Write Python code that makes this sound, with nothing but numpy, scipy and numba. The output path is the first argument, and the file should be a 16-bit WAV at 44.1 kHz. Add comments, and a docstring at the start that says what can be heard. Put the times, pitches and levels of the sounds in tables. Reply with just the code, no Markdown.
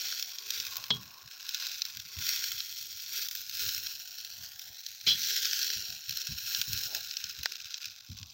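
"""Outdoors, a slab of butter is pushed round a hot iron pot with a knife, close to a phone microphone.
Water in the butter boils off: a fizz of tiny random bursts and hiss, with louder spits made from clicks.
All but the deepest bubbling passes through echoes and resonances that stand for the bowl, or a colour filter.
The knife strikes the iron twice (noise driving ringing modes) and dragging makes the pot hum.
Filtered noise makes the wind that murmurs and thuds on the microphone, and a faint steady background.
"""
import sys
import numpy as np
from scipy import signal
from scipy.fft import rfft, irfft
from scipy.io import wavfile
from scipy.ndimage import uniform_filter1d
from numba import njit

SR = 44100
rng = np.random.default_rng(int(sys.argv[2]) if len(sys.argv) > 2 else 0)


def wav_out(sig):
    """Save sig, one row per channel (or a flat mono array), as 16-bit PCM at SR to the path in sys.argv[1]."""
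    wavfile.write(sys.argv[1], SR, np.round(np.clip(np.atleast_2d(sig).T, -1, 1) * 32767).astype(np.int16))


N = 367353

# Tone of the faint outdoor background: (frequency [Hz], gain [dB])
AIR_TONE = [(18, -18), (30, 18), (108, -6), (591, -13.5), (785, 6), (1200, -23), (1300, 12), (1690, -23),
            (2860, -120)]
AIR_LEVEL_DB = -78

# Tone of the wind on the microphone: (frequency [Hz], gain [dB])
WIND_TONE = [(15, -9), (25, 1.5), (108, 5.5), (160, -4), (237, -9.5), (296, -20), (400, -32), (520, -65),
             (880, -120)]
# Murmur of the wind: (time [s], level [dB])
BREEZE = [(0, -74), (.47, -85), (.62, -63), (.85, -69), (1.02, -71), (1.2, -74), (1.65, -83), (1.8, -68.5),
          (2.5, -68.5), (3.2, -76), (3.65, -64.5), (4.0, -77), (4.44, -66.5), (4.75, -77), (5.0, -82),
          (5.12, -66), (5.6, -83), (6.5, -68.5), (7.5, -80), (8.33, -69)]
# Gusts that thud on the microphone: (time [s], level before the soft start [dB])
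THUDS = [(2.164, -33.5), (2.8, -61), (4.396, -58), (5.753, -41), (5.883, -42.5), (6.079, -47.5),
         (6.288, -31), (6.577, -48), (6.673, -35), (6.72, -32.5), (7.234, -50.5), (8.09, -32), (8.199, -42)]
THUD_T60_S = 0.17  # time for a thud to die by 60 dB

# Low resonances of the pot: (frequency [Hz], width [Hz])
POT_HUM = [(425, 55), (730, 110), (1080, 86)]
# Levels of the two upper ones: (time [s], middle level [dB], top level [dB])
UPPER_HUM = [(0, -74, -70), (.5, -76, -70), (.65, -101, -57.5), (1.0, -77, -56.5), (1.3, -80, -73),
             (1.8, -78, -70), (2.3, -78, -66), (2.6, -83, -84.5), (3.4, -83, -76), (4.0, -79, -79),
             (4.44, -73, -83), (4.9, -79.5, -86), (5.6, -74.5, -88), (6.3, -84, -83), (6.54, -77, -68),
             (6.97, -65, -80), (7.1, -84.5, -83.5), (8.33, -87, -82.5)]
LOW_HUM_DB, LOW_HUM_SLOPE = -63, 1.33  # lowest one at the hardest boil; dB per dB of big bubbles

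# Knife on iron: (time [s], ring [dB], skid length [s], brightness [dB per octave],
# thud [dB], thud pitch [Hz], knock [dB]); levels apply before the filters
STRIKES = [(0.904, -25.5, 0.0062, -5, -22.5, 134.6, -15), (5.066, -18, 0.059, 15, -28.5, 158.3, -42)]
# Ringing modes of the iron: (frequency [Hz], drive [dB], time to die by 60 dB [s])
IRON_MODES = [(2310, -21.5, 0.038), (2670, -8.5, 0.089), (3090, -3, 0.15), (3240, -7.5, 0.12),
              (3304, 3.5, 0.13), (3410, 6.5, 0.062), (3570, -8.5, .07), (3800, -6, 0.029),
              (3800, -12, 0.043), (4050, 5, 0.056), (4150, 4.5, 0.042), (4820, -6.5, 0.035),
              (4870, -13, .05), (5100, -3, 0.054), (5600, -4.5, 0.055), (6140, -24, .05)]

# Tone of bowl and microphone together: (frequency [Hz], gain [dB])
BOWL_TONE = [(530, -68.5), (950, -71.5), (1200, -24.5), (1480, -7), (1900, -11), (2300, -11.5), (3300, -4),
             (4380, -1), (5700, 0), (7140, -11.5), (9300, -29.5), (10300, -27.5), (11600, -27),
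             (13500, -14), (15600, -12.5)]
# Echoes in the bowl: (delay [s], level [dB])
BOWL_ECHOES = [(.0011, -34.5), (.0027, -26.5), (.0043, -14.5), (.0068, -23)]
# Air resonances of the bowl: (frequency [Hz], width [Hz], level against the sound that drives them [dB])
BOWL_AIR = [(1620, 97, -16), (2580, 315, -1.5), (3190, 110, -3), (4110, 360, -3.5), (5540, 300, -7.5),
            (6640, 170, -12), (10100, 120, -8)]

# Loud single spits: (time [s], peak [dB], spray above peak [dB], thump above peak [dB])
SPITS = [(0.125, -20, -22, -20.5), (0.2254, -16, -13.5, -42), (0.385, -20, -27, -45), (0.6, -16, -19, -34),
         (0.7679, -19.5, -4.5, -31), (0.84, -19, -19, -24), (1.491, -18.5, -12, -33),
         (1.5457, -13.5, -18, -30), (1.668, -17.5, -13, -26), (1.8192, -12, -22, -32),
         (1.8519, -18.5, -16, -26), (1.9998, -22, -18, -30), (2.604, -15.5, -33, -27),
         (3.2857, -19.5, -10, -39), (3.3116, -21, -8, -30), (3.3518, -23, -5, -19.5),
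         (3.496, -20.5, -11, -48), (3.6897, -13.5, -21, -33), (3.8689, -16.5, -22.5, -49),
         (4.594, -24.5, -13, -39), (4.8641, -21, -12, -42), (5.238, -16, -25, -37), (5.3596, -16, -17, -36),
         (5.455, -13.5, -19, -26), (5.5318, -14.5, -18, -22), (5.7021, -15, -23, -25),
         (6.094, -17.5, -15, -41), (6.1716, -18, -7.5, -26.5), (6.216, -16.5, -25, -36),
         (6.27, -18, -14, -27), (6.548, -10.5, -27, -28.5), (6.6146, -11, -15, -25.5),
         (6.7315, -13, -11, -36), (6.7755, -19, -13, -45), (7.111, -19.5, -25, -36),
         (7.1688, -16, -28, -42), (7.2406, -16.5, -18, -27), (7.4328, -18.5, -10, -33),
         (7.4576, -12, -19, -14), (7.5553, -22, -24, -25), (7.742, -17.5, -33, -31), (7.856, -22, -16, -45),
         (8.1874, -26.5, -36, -41), (8.2298, -23.5, -29, -39)]
SPIT_MAKEUP_DB = 8.7, 29.4, 38.1, 27  # makes up for filter loss in body, spray, thump and deep part
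SPLIT_HZ = 2000, 9300  # borders between big bubbles, fizz and spray

# Gentle boil between the flares: (time [s], fizz [dB], fine spray [dB], big bubbles [dB])
SIMMER = [(0, -50, -53, -64), (.9, -56, -52, -60.5), (1.3, -57, -55, -66.5), (2.0, -51, -50, -62),
          (2.75, -45.5, -43.5, -64), (3.95, -48, -50, -67), (4.5, -52.5, -48.5, -63), (4.9, -50, -50, -68),
          (5.9, -53.5, -60, -74), (7.0, -45, -48, -56.5), (7.85, -47.5, -55, -62),
          (8.03, -56.5, -59.5, -67.5), (8.33, -53, -59, -83)]
# The slab slides onto fresh hot iron and the boil flares:
# (start [s], rise [s], hold [s], fizz [dB], fine spray [dB], big bubbles [dB])
FLARES = [(-.1, .1, .04, -35.5, -36.5, -50), (0.399, .14, 0.027, -38, -38.5, -49),
          (1.33, 0.26, 0.093, -40, -43, -53), (2.141, .11, 0.093, -35, -34, -46),
          (3.0, .15, .04, -38.5, -35, -50.5), (3.5, .11, 0.041, -38, -34, -49.5),
          (4.168, 0.043, 0.0091, -48, -48, -64), (5.04, .04, 0.039, -38, -36, -51),
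          (5.14, .1, .42, -33.5, -35, -50), (6.023, .1, .15, -42, -44, -58.5),
          (6.3, .2, .08, -38, -34.5, -52), (6.671, .06, .08, -40, -37.5, -53.5)]
RISE_DB = 16  # climb of a flare over its rise time
FALL_DB_PER_S = 40, 36, 44.5  # how fast fizz, spray and big bubbles die down
# Brief dips in the level of the fizz, spray and big bubbles: (time [s], length [s], level change [dB])
DIPS = [(3.274, 0.037, -9), (3.335, .014, -7), (6.624, .05, -5)]

MIC_TOP_HZ = 15900  # the top is cut above this


def undb(db):
    """Decibels to a plain factor."""
    return 10 ** (np.asarray(db) / 20)


def unit(x):
    """Scale to an average (RMS) strength of 1."""
    return x / np.sqrt(np.mean(x ** 2))


def curves(table):
    """Columns of a table joined by straight lines in time."""
    s, *columns = np.transpose(table)
    return [np.interp(np.arange(N) / SR, s, column) for column in columns]


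def colour(x, points, size=2048):
    """Tone filter through (Hz, dB) points that never sounds ahead of its input."""
    hz, db = np.transpose(points)
    bins_hz = np.arange(size // 2 + 1) * SR / size
    log_gain = np.interp(np.log(bins_hz + 1), np.log(hz), db) * np.log(10) / 20
    cepstrum = irfft(log_gain)
    # folding the second half onto the first makes the filter minimum-phase
    cepstrum[1:size // 2] *= 2
    cepstrum[size // 2 + 1:] = 0
    impulse = irfft(np.exp(rfft(cepstrum)))
    return signal.fftconvolve(x, impulse)[:N]


def band(x, lo_hz, hi_hz):
    """Keep mainly the sound between two frequencies."""
    return signal.sosfilt(signal.butter(2, [lo_hz, hi_hz], "band", fs=SR, output="sos"), x)


def ring(x, hz, t60):
    """One mode: a decaying rotation driven by x; its real part is in step with x at resonance."""
    pole = np.exp(2j * np.pi * hz / SR - np.log(1000) / (t60 * SR))
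    return signal.lfilter([1], [1, -pole], x)


def width_to_t60(width):
    """A narrower resonance [Hz] rings longer [s]."""
    return np.log(1000) / np.pi / width


def walk(rate):
    """Random levels, a new one every 1 / rate seconds, smoothed twice; RMS strength 1."""
    k = int(SR / rate)
    steps = np.repeat(rng.standard_normal(N // k + 1), k)
    smooth = uniform_filter1d(uniform_filter1d(steps, k), k)
    return unit(smooth[:N])


@njit
def follow(x, attack, release):
    """Envelope that rises fast and falls slowly."""
    e, out = 0., np.empty(len(x))
    for i in range(len(x)):
        e += (x[i] - e) * (attack if x[i] > e else release)
        out[i] = e
    return out


def split(x):
    """Low, middle and high parts that add up to x."""
    low, below_high = (signal.sosfiltfilt(signal.butter(2, hz, fs=SR, output="sos"), x) for hz in SPLIT_HZ)
    return low, below_high - low, x - below_high


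def air():
    """Faint steady outdoor background: noise with a fixed tone."""
    return undb(AIR_LEVEL_DB) * unit(colour(rng.standard_normal(N), AIR_TONE, size=8192))


def wind():
    """Wind murmurs on the microphone and thuds in gusts: one low noise with a changing level."""
    t = np.arange(N) / SR
    level = undb(curves(BREEZE)[0] + 6.2 * walk(26.0))
    for s, db in THUDS:
        age = np.maximum(t - s, 0)
        soft_start = 1 - np.exp(-age / 0.013)
        level = level + soft_start * undb(db - 60 * age / THUD_T60_S)
    return level * unit(colour(rng.standard_normal(N), WIND_TONE, size=8192))


def drag(big_db):
    """Dragging rumbles the pot's low resonances; the lowest follows the level of the big bubbles."""
    low_db = LOW_HUM_DB + LOW_HUM_SLOPE * (big_db - big_db.max())
    judder_db = 4.5  # random wavering of each level
    rumble = 0
    for (hz, width), db in zip(POT_HUM, [low_db, *curves(UPPER_HUM)]):
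        hum = ring(rng.standard_normal(N), hz, width_to_t60(width)).imag
        rumble = rumble + undb(db + judder_db * walk(12.)) * unit(hum)
    return rumble


def knife():
    """The edge strikes or skids: it knocks, rings the iron and grates; the pot thuds on its stand."""
    t, out = np.arange(N) / SR, 0
    for s, ring_db, skid_s, bright_db, thud_db, thud_hz, knock_db in STRIKES:
        age = np.maximum(t - s, 0)

        def noise_with(fade):
            return (t >= s) * fade * rng.standard_normal(N)

        skid = noise_with(np.exp(-(age / skid_s) ** 2)) / np.sqrt(skid_s * SR)
        middle_hz = IRON_MODES[5][0]  # brightness tilts the modes around this pitch
        iron = sum(undb(db + bright_db * np.log2(hz / middle_hz)) * ring(skid, hz, t60).imag
                   for hz, db, t60 in IRON_MODES)
        grating = undb(38.5) * colour(skid, BOWL_TONE)
        out = out + undb(ring_db) * band(iron + grating, 1880.0, 4840.0)

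        shove = age / 0.00095 * np.exp(-age / 0.00055) / (0.00095 * SR)
        thud = ring(shove, thud_hz, 0.12) + undb(0.5) * ring(shove, POT_HUM[0][0], 0.15)
        out = out + undb(thud_db) * band(thud.imag, 100.0, 700.)

        knock = noise_with(np.exp(-age / 0.0043))
        out = out + undb(knock_db) * band(knock, 470.0, 1900.0)

        shudder = noise_with(undb(-60 * age / 0.39))  # the pot shakes on its stand
        out = out + undb(thud_db + 5.0) * band(shudder, 0.64 * thud_hz, 1.58 * thud_hz)

        rattle = noise_with(np.exp(-age / 0.021))  # modes too close to tell apart
        rattle = band(band(rattle, 3000.0, 4360.0), 3000.0, 4360.0)
        out = out + undb(ring_db + 5.5 - 0.55 * bright_db) * rattle
    return out


def bowl(x):
    """Direct sound, a few echoes off the curved iron and the air ringing in it."""
    echoed = x.copy()
    for s, db in BOWL_ECHOES:
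        delay = int(s * SR)
        echoed[delay:] += undb(db) * x[:-delay]
    out = echoed
    for hz, width, db in BOWL_AIR:
        even_out = 2 * np.pi * width / SR  # cancels the build-up at resonance
        out = out + undb(db) * even_out * ring(echoed, hz, width_to_t60(width)).real
    return out


def sputter(clicks, tail_s, tail_db):
    """Each click is followed by a noisy swell of after-bursts that dies away."""
    fade = np.exp(-1 / (tail_s * SR))
    swell = signal.lfilter([np.e * (1 - fade)], np.convolve([1, -fade], [1, -fade]), np.abs(clicks))
    return clicks + undb(tail_db) * swell * rng.standard_normal(N)


def spits():
    """Each spit is a sharp click and a sputter, with its own share of spray and thump."""
    s, peak_db, spray_db, thump_db = np.transpose(SPITS)
    body_up, spray_up, thump_up, deep_up = SPIT_MAKEUP_DB

    def snap(db):
        click = np.zeros(N)
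        click[(s * SR).astype(int)] = undb(db)
        return sputter(click, tail_s=0.00085, tail_db=-11.0)

    body = split(colour(bowl(snap(peak_db + body_up)), BOWL_TONE))[1]
    spray = split(colour(snap(peak_db + spray_db + spray_up), BOWL_TONE))[2]
    thump = split(colour(snap(peak_db + thump_db + thump_up), BOWL_TONE))[0]
    # only the biggest bubbles reach this low
    deep = band(snap(peak_db + 2 * thump_db + deep_up), 400.0, 1100.0)
    return body + spray + thump + deep


@njit
def grains(count, start, hz, cycles, size):
    """Damped bubble tones, each dying to 1 / e in its number of cycles."""
    out = np.zeros(count)
    for k in range(len(start)):
        w = 2 * np.pi * hz[k] / SR
        turn = np.exp(1j * w - hz[k] / SR / cycles[k])
        z = size[k] + 0j
        for i in range(start[k], min(count, start[k] + int(6 * cycles[k] * SR / hz[k]))):
            out[i] += z.real
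            z *= turn
    return out


def bursts(per_s, spread_db, cycles, lo_hz, hi_hz):
    """Bubbles bursting at random moments: many small, few large, any pitch in the range."""
    chance = rng.random((N, 3))
    at = np.flatnonzero(chance[:, 0] < per_s / SR)
    hz = lo_hz + (hi_hz - lo_hz) * chance[at, 1]
    size = undb(-spread_db * np.log(1 - chance[at, 2])) * np.sqrt(hz / cycles)
    sign = rng.choice([-1., 1.], len(at))
    return unit(grains(N, at, hz, cycles + 0 * hz, size * sign))


def boiling():
    """Levels in dB of fizz, spray and big bubbles: flares rise, hold and die down over the simmer."""
    t = np.arange(N) / SR
    power = undb(np.array(curves(SIMMER))) ** 2
    for s, rise_s, hold_s, *peak_db in FLARES:
        climb_db = RISE_DB * np.minimum((t - s) / rise_s - 1, 0)
        after_s = np.maximum(t - s - rise_s - hold_s, 0)
        flare_db = np.c_[peak_db] + climb_db - np.outer(FALL_DB_PER_S, after_s)
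        power = power + undb(flare_db) ** 2
    dip_db = sum(db * ((t > s) & (t < s + length_s)) for s, length_s, db in DIPS)
    return 10 * np.log10(power) + uniform_filter1d(dip_db, size=200)


def fizz(level_db, spray_db, big_db):
    """A hiss of countless bursts, crackle, ringing bubbles and pops; a harder boil packs them closer."""
    boil = undb(.6 * (level_db - level_db.max()))
    density = undb(4.0 * walk(60.))  # the density of bursts wanders at random
    mist_db = spray_db - level_db  # little fine spray leaves little hiss between the bursts
    mist_db = mist_db - mist_db.mean()

    hiss = undb(0.87 * walk(25.) + 0.52 * mist_db) * rng.standard_normal(N)
    crackle = bursts(2500. * boil * density, spread_db=2.5, cycles=0.29, lo_hz=1000., hi_hz=17400.0)
    bubbles = bursts(900. * boil * density, spread_db=1.5, cycles=2.4, lo_hz=1124.0, hi_hz=16250.0)
    pops = bursts(300. 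* boil, spread_db=2.0, cycles=0.75, lo_hz=1420.0, hi_hz=8850.0)
    pops = unit(sputter(pops, tail_s=0.00098, tail_db=-19.0))
    pops = undb(-4.5 - 0.53 * mist_db) * pops / boil ** 0.32

    # sparse bursts must each be louder for the same level
    sparse = (undb(-3.5) * crackle + undb(-8.0) * bubbles + pops) / np.sqrt(boil)
    mix = colour(bowl(undb(-3.5) * hiss + sparse), BOWL_TONE)

    # a near-wall echo whose delay wanders at random, as for a moving slab; the colour drifts with it
    lag = SR * (0.000811 + .00012 * walk(1.5))
    wall_echo = np.interp(np.arange(N) - lag, np.arange(N), mix)
    big, body, spray = split(mix + undb(-10.5) * wall_echo)
    return undb(level_db) * unit(body) + undb(spray_db) * unit(spray) + undb(big_db) * unit(big)


def scene():
    """Add all layers, from the background to the boiling butter; both channels are the same."""
    fizz_db, spray_db, big_db = boiling()
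    background = air() + wind()
    mono = background + drag(big_db) + knife() + spits() + fizz(fizz_db, spray_db, big_db)
    return np.array([mono, mono])


def record(dry):
    """The microphone loses the deep bass; gain control ducks after loud peaks; the top is cut."""
    dry = signal.sosfilt(signal.butter(3, 60., "high", fs=SR, output="sos"), dry)
    attack_s, release_s = 0.0016, 0.038
    peak = follow(np.abs(dry[0]), 1 / (attack_s * SR), 1 / (release_s * SR))
    gain = np.minimum(1, undb(-21.0) / (peak + 1e-9)) ** 0.28  # turns down only above -21 dB
    return signal.sosfilt(signal.ellip(10, .2, 70, MIC_TOP_HZ, fs=SR, output="sos"), dry * gain)


dry = scene()
out = record(dry)
wav_out(out)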